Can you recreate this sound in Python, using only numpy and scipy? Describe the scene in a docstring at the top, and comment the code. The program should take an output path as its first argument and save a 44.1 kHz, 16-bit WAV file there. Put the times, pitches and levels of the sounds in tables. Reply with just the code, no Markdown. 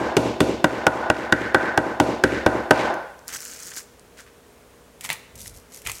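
"""Hard, ringing blows in a live kitchen, then crinkling film, then two turns of a pepper mill.
A toothed metal mallet pounds duck under plastic film on a wooden board; board and head ring.
The blows overload the microphone; its limiter ducks their reverberation, which swells back each time.
A hand presses the film flat, snapping its creases, and the mill's burrs crack peppercorns."""
import sys
import numpy as np
from scipy import signal
from scipy.io import wavfile

SR = 44100
rng = np.random.default_rng(int(sys.argv[2]) if len(sys.argv) > 2 else 0)


def file_out(sig):
    """Save sig as 16-bit WAV at sys.argv[1]."""
    # one column per channel
    cols = np.atleast_2d(sig).T
    # limit, then scale
    lim = np.clip(cols, -1, 1)
    pcm = np.round(lim * 32767).astype(np.int16)
    wavfile.write(sys.argv[1], SR, pcm)


N = 264600
TIME_S = np.arange(N) / SR
LEAD_IN_SAMPLES = round(.1 * SR)  # the first blow lands before time zero

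# Spectra. Each row: frequency in Hz, relative density in dB.
AIR_SPECTRUM = [(15, -33), (25, -6.5), (263, -7.5), (344, -9.5), (476, -7), (575, -7), (695, -10.5),
                (754, -13), (936, -13), (1290, -14.5), (4610, -25), (6920, -24.5), (9320, -25.5),
                (16000, -31.5)]  # room hiss
RUMBLE_SPECTRUM = [(15, -7), (35, -6), (80, -6), (140, -13.5), (250, -20), (1000, -64)]  # hands turning the mill
JOLT_SPECTRUM = [(30, -14), (70, 4), (120, 5), (200, -15), (350, 0), (1000, -41)]  # a crack jolting the hands
GRIT_SPECTRUM = [(200, -6), (1000, -23), (2200, -11), (3500, -4), (6000, 4), (9000, 1.5), (12500, 0.5),
                 (16000, -19)]  # grit between the burrs
MILL_BODY_SPECTRUM = [(50, -18), (130, -3), (300, -15), (520, -13), (700, -6.5), (890, -2), (1150, -5.5),
                      (1600, -5), (2100, 6.5), (2600, -1), (4000, -8), (16000, -32)]  # the mill's wooden body
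CRACK_SPECTRUM = [(300, -7), (1500, -9), (2300, 4), (4000, -3), (8000, 6.5), (12000, 0), (16000, -6)]  # a peppercorn breaking
FILM_SPECTRUM = [(1470, -21), (2500, -32), (2990, -17), (3770, -19), (4080, -6), (5650, 1.5), (7020, 3.5),
                 (8940, -3), (15200, -11.5), (16000, -13)]  # plastic film crinkling
SQUISH_SPECTRUM = [(500, -5.5), (1000, -4), (1500, 7), (2200, 2.5), (3500, -2.5), (6000, -10),
                   (16000, -44.5)]  # meat under the palm
SQUELCH_SPECTRUM = [(300, -6), (1200, -5.5), (2000, 6.5), (3300, -1.5), (5000, -8.5), (8000, -17),
                    (16000, -40.5)]  # meat letting go of the teeth
SMACK_SPECTRUM = [(40, -22), (150, 0), (400, 6), (620, 2.5), (1000, -2), (1220, -5.5), (1490, -4),
                  (2050, -7.5), (3200, -18.5), (5000, -22), (7500, -25), (12000, -34.5), (16000, -60)]  # meat and film squashed on wood
REVERB_SPECTRUM = [(60, 7.6), (300, 2.1), (900, 5.8), (2000, 2.2), (5000, 2.65), (9000, 6.3),
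                   (16000, 11.26)]  # kitchen reflections

# Appliance hum. Each row: frequency in Hz, relative level in dB.
HUM_TONES = [(59.5, -62.5), (247.6, -67), (414.5, -63.5), (473.7, -62)]
# Kitchen decay. Each row: frequency in Hz, T60 in seconds.
REVERB_T60 = [(60, 0.5), (250, 0.5), (700, 0.66), (2000, 0.71), (5000, 0.68), (9000, 0.334), (16000, 0.283)]
# Standing waves. Each row: frequency in Hz, relative level in dB.
KITCHEN_MODES = [(119, 9), (238, 1.5), (298, 3.5), (337, 1), (383, -0.5), (517, -6), (563, 0.5), (592, 1),
                 (618, -10), (642, 4), (817, -2), (884, 2), (1028, 7), (1060, -9.5), (1128, -7), (1432, 8),
                 (1487, 0), (1530, 1), (1870, -21)]
# Nearby surfaces. Each row: delay in seconds, gain in dB.
ECHOES = [(.0063, -17.5), (0.01, -16), (0.013, -7.5), (.0192, -20.5), (0.024, -18)]
# Hands turning the mill. Each row: start and length in seconds, relative rumble in dB.
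MILL_GRIPS = [(5.338, 0.25, -45), (5.862, 0.042, -38.5)]
# Mill strokes. Each row: start and length in seconds, relative hiss and crunch in dB.
MILL_TWISTS = [(5.042, 0.014, -37, -35.5), (5.104, 0.024, -41, -25.5), (5.384, 0.099, -41, -56),
               (5.552, 0.03, -46.5, -64), (5.728, 0.05, -41.5, -55), (5.87, 0.032, -37, -30.5),
               (5.935, 0.045, -41.5, -52)]
# Loudest peppercorns. Each row: start in seconds, relative peaks of snap and body knock in dB.
CORN_CRACKS = [(5.009, -22, -40), (5.0415, -18.5, -41), (5.0482, -21, -23.5), (5.059, -24, -35),
               (5.0905, -20, -20.5), (5.1008, -16, -12.5), (5.1108, -29, -22), (5.1286, -13, -33),
               (5.3542, -29.5, -54), (5.4584, -40, -35), (5.8177, -31, -58), (5.8517, -28, -34),
               (5.863, -34, -22), (5.871, -14, -19.5), (5.8959, -24, -21.5), (5.916, -16, -42)]
# The hand lands, pushes, rests, lifts, settles and shifts.
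# Each row: start and length in seconds, relative crinkle and squish in dB.
HAND_TOUCHES = [(3.283, 0.045, -39, -45.5), (3.329, 0.032, -32, -41), (3.385, 0.42, -40.5, -51.5),
                (3.77, 0.0094, -31, -41), (4.177, 0.03, -47.5, -49), (4.266, 0.0022, -63, -54)]
# Loudest creases. Each row: start in seconds, relative peak in dB.
FILM_CREASES = [(2.9404, -26), (3.1907, -34), (3.2794, -13.5), (3.3011, -26), (3.328, -19), (3.4037, -20),
                (3.6733, -24), (3.829, -33), (3.9943, -30.5)]
# Board and mallet modes. Each row: frequency in Hz, relative level in dB, T60 in seconds.
STRUCK_MODES = [(68.3, -25, 0.31), (121, -23, 0.24), (181.5, -15.5, .09), (239, -19, 0.11),
                (291.8, -10.5, 0.11), (337.1, -5.5, 0.085), (387.6, -8, 0.06), (503.3, -12, 0.054),
                (525, -10, 0.15), (609.6, -9, 0.067), (807.3, -10, 0.08), (952, -14, 0.055),
                (1093, -23, 0.077), (1393, -20.5, 0.14), (1526.4, -3.5, 0.045), (1910, -15, 0.047),
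                (2803, -22, 0.031), (3553, -19.5, 0.021)]
# Blows: thin meat lets the board knock, teeth reaching wood ring the head, wet meat clings.
# Each row: start in seconds, then relative force, board knock, head ring and wet peel in dB.
MALLET_BLOWS = [(-0.075, 1, 2, -3.5, -47), (0.168, 0.5, -5, -13.5, -42), (0.4049, 0.1, -8, -11.5, -67),
                (0.6432, 0, -0.5, -0.5, -45), (0.8674, -0.5, 6, -0.5, -46), (1.1008, -3.5, 1.5, 3.5, -41),
                (1.3245, -3, -3.5, 8.5, -40.5), (1.546, -2.5, 2.5, 7.5, -43), (1.7767, -4.5, 2, -1.5, -54),
                (2.0006, -1, -1.5, -8, -44), (2.2382, -1, -7.5, 3.5, -41), (2.4637, -5, 1, -1, -67),
                (2.709, 0.5, 4.5, -0.5, -36)]
# Output level. Each row: time in seconds, gain in dB.
OUTPUT_GAIN = [(2.2, 0), (2.46, 1.3), (2.71, 2.6)]


def amp(db):
    return 10 ** (np.asarray(db) / 20)


def unit_rms(x):
    return x / np.sqrt(np.mean(x ** 2) + 1e-20)


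def log_interp(points, hz):
    """Curve value on a log-frequency axis."""
    points_hz, values = np.transpose(points)
    return np.interp(np.log(hz + 1), np.log(points_hz + 1), values)


def add(mix, start_s, sound):
    part = mix[round(start_s * SR):][:len(sound)]
    part += sound[:len(part)]


def colour(x, spectrum, size=4096):
    """Minimum-phase filter; attacks stay sharp."""
    log_gain = np.log(amp(log_interp(spectrum, abs(np.fft.fftfreq(size, 1 / SR)))))
    taps = np.fft.ifft(np.exp(np.conj(signal.hilbert(log_gain)))).real
    return signal.oaconvolve(x, taps[:size // 2])[:len(x)]


def noise(spectrum, samples=N):
    return unit_rms(colour(rng.standard_normal(samples), spectrum))


def burst(t, decay_s):
    return rng.standard_normal(len(t)) * np.exp(-t / decay_s)


def grains(spectrum, per_s, spread_db, decay_s):
    """Dense stream of tiny, unequal snaps."""
    sizes = amp(spread_db * np.minimum(rng.exponential(1, N), 4))
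    fires = rng.random(N) < per_s / SR
    power = signal.lfilter([1], [1, -np.exp(-2 / (decay_s * SR))], (sizes * fires) ** 2)
    return unit_rms(colour(np.sqrt(power) * rng.standard_normal(N), spectrum))


def snaps(spectrum, per_s, spread_db, decay_s):
    """Separate, unequal snaps at uneven intervals."""
    out, t = np.zeros(N), np.arange(SR // 80) / SR
    for k in range(int(per_s * N / SR)):
        start_s = (k + rng.random()) / per_s
        add(out, start_s, amp(spread_db * rng.uniform(-1.5, 1.6)) * burst(t, decay_s))
    return unit_rms(colour(out, spectrum))


def strokes(rows, attack_s, release_s):
    """Swell, hold, decay: one envelope per level column."""
    gains = np.zeros((len(rows[0]) - 2, N))
    for start_s, length_s, *levels_db in rows:
        near = abs(TIME_S - start_s) < length_s + .5
        t = TIME_S[near] - start_s
        shape = np.exp(np.minimum(t, 0) / attack_s - np.maximum(t - length_s, 0) / release_s)
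        gains[:, near] = np.maximum(gains[:, near], amp(levels_db)[:, None] * shape)
    return gains


def room_tone(air_db=-55, hum_db=-3):
    """Soft hiss and appliance hum."""
    hum = sum(amp(db) * np.sqrt(2) * np.sin(2 * np.pi * (hz * TIME_S + rng.random()))
              for hz, db in HUM_TONES)
    return amp(air_db) * noise(AIR_SPECTRUM) + amp(hum_db) * hum


def kitchen_reverb(x, build_s=0.0069):
    """Dense reflections, each band dying at its own rate."""
    hz, t, bands = signal.stft(rng.standard_normal(SR), SR, nperseg=256)
    decay_db = 60 * t / log_interp(REVERB_T60, hz)[:, None]
    bands = bands * amp(log_interp(REVERB_SPECTRUM, hz)[:, None] - decay_db)
    tail = signal.istft(bands, SR, nperseg=256)[1][:SR]
    tail *= 1 - np.exp(-(TIME_S[:SR] / build_s) ** 2)
    return signal.fftconvolve(x, tail / np.linalg.norm(tail))[:len(x)]


def standing_waves(x):
    """The strongest room modes ring on at their own pitches."""
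    hz, db = np.transpose(KITCHEN_MODES)[:, :, None]
    t = TIME_S[:SR]
    envelopes = amp(db - 60 * t / log_interp(REVERB_T60, hz))
    tail = (envelopes * np.sin(2 * np.pi * (hz * t + rng.random(hz.shape)))).sum(0)
    return signal.fftconvolve(x, tail / np.linalg.norm(tail))[:len(x)]


def first_echoes(x):
    """Counter, cabinets and cook reflect each knock and thicken it."""
    out = np.zeros(len(x))
    for delay_s, db in ECHOES:
        add(out, delay_s, amp(db) * x)
    return out


def pepper_mill(crack_db=-1, crumble_db=-10, body_db=3, jolt_db=-28):
    """Corns burst between the burrs, knock the body and jolt the hands; grit rubs in between."""
    grit = amp(-2) * grains(GRIT_SPECTRUM, per_s=1300, spread_db=4.5, decay_s=0.0014)
    crunch = amp(-5) * grains(MILL_BODY_SPECTRUM, per_s=1700, spread_db=4.5, decay_s=0.0027)
    chips = amp(-9.5) * snaps(CRACK_SPECTRUM, per_s=50, spread_db=4.5, decay_s=0.00033)
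    rumble = amp(-2) * noise(RUMBLE_SPECTRUM)
    rubbing, biting = strokes(MILL_TWISTS, attack_s=0.012, release_s=0.017)
    gripping, = strokes(MILL_GRIPS, attack_s=0.012, release_s=0.017)
    out = rubbing * (grit + chips) + biting * crunch + gripping * rumble
    t = np.arange(SR // 10) / SR
    for start_s, snap_db, knock_db in CORN_CRACKS:
        fracture = burst(t, decay_s=0.00078)
        crumble = amp(crumble_db) * burst(t, decay_s=0.0071)
        snap = colour(fracture + crumble, CRACK_SPECTRUM)
        knock = colour(burst(t, decay_s=0.0022), MILL_BODY_SPECTRUM)
        jolt = colour(burst(t, decay_s=0.0046), JOLT_SPECTRUM)
        peaks_db = snap_db + crack_db, knock_db + body_db, (snap_db + knock_db) / 2 + jolt_db
        for sound, peak_db in zip((snap, knock, jolt), peaks_db):
            add(out, start_s + 0.00091, amp(peak_db) * sound / abs(sound).max())
    return out


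def pressed_film(crease_db=-2, crease_decay_s=0.00043):
    """Film crinkles and meat squishes under the palm; single creases snap."""
    crinkle = amp(-1) * grains(FILM_SPECTRUM, per_s=1400, spread_db=3.5, decay_s=.0008)
    squish = amp(3) * grains(SQUISH_SPECTRUM, per_s=900, spread_db=2, decay_s=.0015)
    small_creases = amp(-7) * snaps(FILM_SPECTRUM, per_s=24, spread_db=5, decay_s=crease_decay_s)
    sliding, pressing = strokes(HAND_TOUCHES, attack_s=0.0052, release_s=0.018)
    out = sliding * (crinkle + small_creases) + pressing * squish
    t = np.arange(SR // 40) / SR
    for start_s, db in FILM_CREASES:
        snap = colour(burst(t, crease_decay_s), FILM_SPECTRUM)
        add(out, start_s + 0.0013, amp(db + crease_db) * snap / abs(snap).max())
    return out


def peel(delay_s=0.097, spread_s=0.077, film_db=-59, wet_db=2):
    """Film ticks and wet meat squelches as they let go of the rising teeth."""
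    lifting, clinging = np.zeros((2, LEAD_IN_SAMPLES + N))
    lift = np.exp(-((TIME_S[:SR // 2] - delay_s) / spread_s) ** 2)
    for start_s, *_, peel_db in MALLET_BLOWS:
        hit_s = start_s + LEAD_IN_SAMPLES / SR
        add(lifting, hit_s, amp(film_db) * lift)
        add(clinging, hit_s, amp(wet_db + peel_db) * lift)
    ticks = grains(FILM_SPECTRUM, per_s=850, spread_db=1.5, decay_s=.0006)
    squelch = grains(SQUELCH_SPECTRUM, per_s=1300, spread_db=3.5, decay_s=0.0016)
    return lifting[LEAD_IN_SAMPLES:] * ticks + clinging[LEAD_IN_SAMPLES:] * squelch


def board_settling(x, delay_s=.081, cutoff_hz=450, bump_db=-9):
    """A dull second bump as the board settles after each blow."""
    out = np.zeros(len(x))
    dull = signal.sosfilt(signal.butter(2, cutoff_hz, fs=SR, output="sos"), x)
    add(out, delay_s, amp(bump_db) * dull)
    return out


def struck_ring(t, detune=0.011, spot_db=1.5):
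    """Board and mallet modes decay; each blow hits a new spot, which shifts and reweights them."""
    hz, db, t60_s = np.transpose(STRUCK_MODES)[:, :, None]
    shift, spot = rng.standard_normal((2, len(hz), 1))
    polarity = (-1) ** np.arange(len(hz))[:, None]
    envelopes = amp(db + spot_db * spot - 60 * t / t60_s)
    return (polarity * envelopes * np.sin(2 * np.pi * hz * (1 + detune * shift) * t)).sum(0)


def blow_spectrum(force_db, knock_db, ring_db, board_hz=915, head_hz=1680, treble_hz=2500):
    """Force lifts everything, treble most; board and head each have their own band."""
    hz = np.geomspace(40, 16000, num=60)
    board_octaves, head_octaves = 0.74, 0.45
    board = np.exp(-(np.log2(hz / board_hz) / board_octaves) ** 2)
    head = np.exp(-(np.log2(hz / head_hz) / head_octaves) ** 2)
    treble = hz ** 2 / (hz ** 2 + treble_hz ** 2)
    bright_db = 0.62 * force_db - 0.95
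    return list(zip(hz, force_db + knock_db * board + ring_db * head + bright_db * treble))


def mallet(squeeze_s=0.0014, smack_db=-2, smack_decay_s=0.005, fizz_db=-25, push_db=-15):
    """The teeth crush film and meat, then stop on the board, which rings with the head."""
    rings, smacks, radiated = np.zeros((3, LEAD_IN_SAMPLES + N))
    t = np.arange(SR // 4) / SR
    squeeze = np.linspace(0, 1, round(squeeze_s * SR))
    push = amp(push_db) * np.sin(np.pi * squeeze)
    # summed over all directions, the smack reaches the walls with a smooth spectrum
    click = colour(signal.unit_impulse(len(t)), SMACK_SPECTRUM)
    click /= np.linalg.norm(click)
    for start_s, force_db, knock_db, ring_db, _ in MALLET_BLOWS:
        hit_s = start_s + LEAD_IN_SAMPLES / SR
        tone = blow_spectrum(force_db, knock_db, ring_db)
        smack = noise(SMACK_SPECTRUM, len(t)) * np.exp(-t / smack_decay_s)
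        add(rings, hit_s, colour(struck_ring(t), tone))
        add(smacks, hit_s, amp(smack_db) * colour(smack, tone))
        add(radiated, hit_s, colour(click, tone))
        # air escapes from under the film just before the stop
        fizz = amp(fizz_db) * noise(FILM_SPECTRUM, len(t))[:len(squeeze)]
        add(smacks, hit_s - squeeze_s, squeeze * (fizz - push))
    room = amp(-7.5) * kitchen_reverb(rings) + amp(18) * kitchen_reverb(radiated)
    room += amp(1) * standing_waves(radiated)
    return rings + smacks + first_echoes(rings) + board_settling(rings) + room


def limiter(x, threshold_db=-9, attack_s=.01, recovery_db_per_s=120, ceiling=.62):
    """Too slow for the attack: the first cycles clip, then the tail ducks and swells back."""
    over_db = np.maximum(20 * np.log10(abs(x) + 1e-9) - threshold_db, 0)
    recovery_db = recovery_db_per_s * np.arange(len(x)) / SR
    held_db = np.maximum.accumulate(over_db + recovery_db) - recovery_db
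    pole = np.exp(-1 / (attack_s * SR))
    ducked = x / amp(signal.lfilter([1 - pole], [1, -pole], held_db))
    return ducked / (1 + (ducked / ceiling) ** 6) ** (1 / 6)


def scene(drive_db=4, handwork_db=-2.5, film_send_db=-14, mill_send_db=-11):
    """Pounding, pressing and grinding in one room; only the blows pass through the limiter."""
    blows = limiter(amp(drive_db) * mallet())[LEAD_IN_SAMPLES:]
    film = amp(handwork_db) * pressed_film()
    mill = amp(handwork_db) * pepper_mill()
    room = kitchen_reverb(amp(film_send_db) * film + amp(mill_send_db) * mill)
    return (blows + peel() + film + mill + room + room_tone())[None]


def record(dry, low_cut_hz=40, high_cut_hz=16050):
    """Low cut, a small gain rise over the last blows, band limit."""
    x = signal.sosfilt(signal.butter(2, low_cut_hz, "highpass", fs=SR, output="sos"), dry[0])
    x = x * amp(np.interp(TIME_S, *np.transpose(OUTPUT_GAIN)))
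    lowpass = signal.firwin(255, high_cut_hz, window=("kaiser", 9), fs=SR)
    return signal.oaconvolve(x, lowpass, "same")[None]


dry = scene()
out = record(dry)
file_out(out)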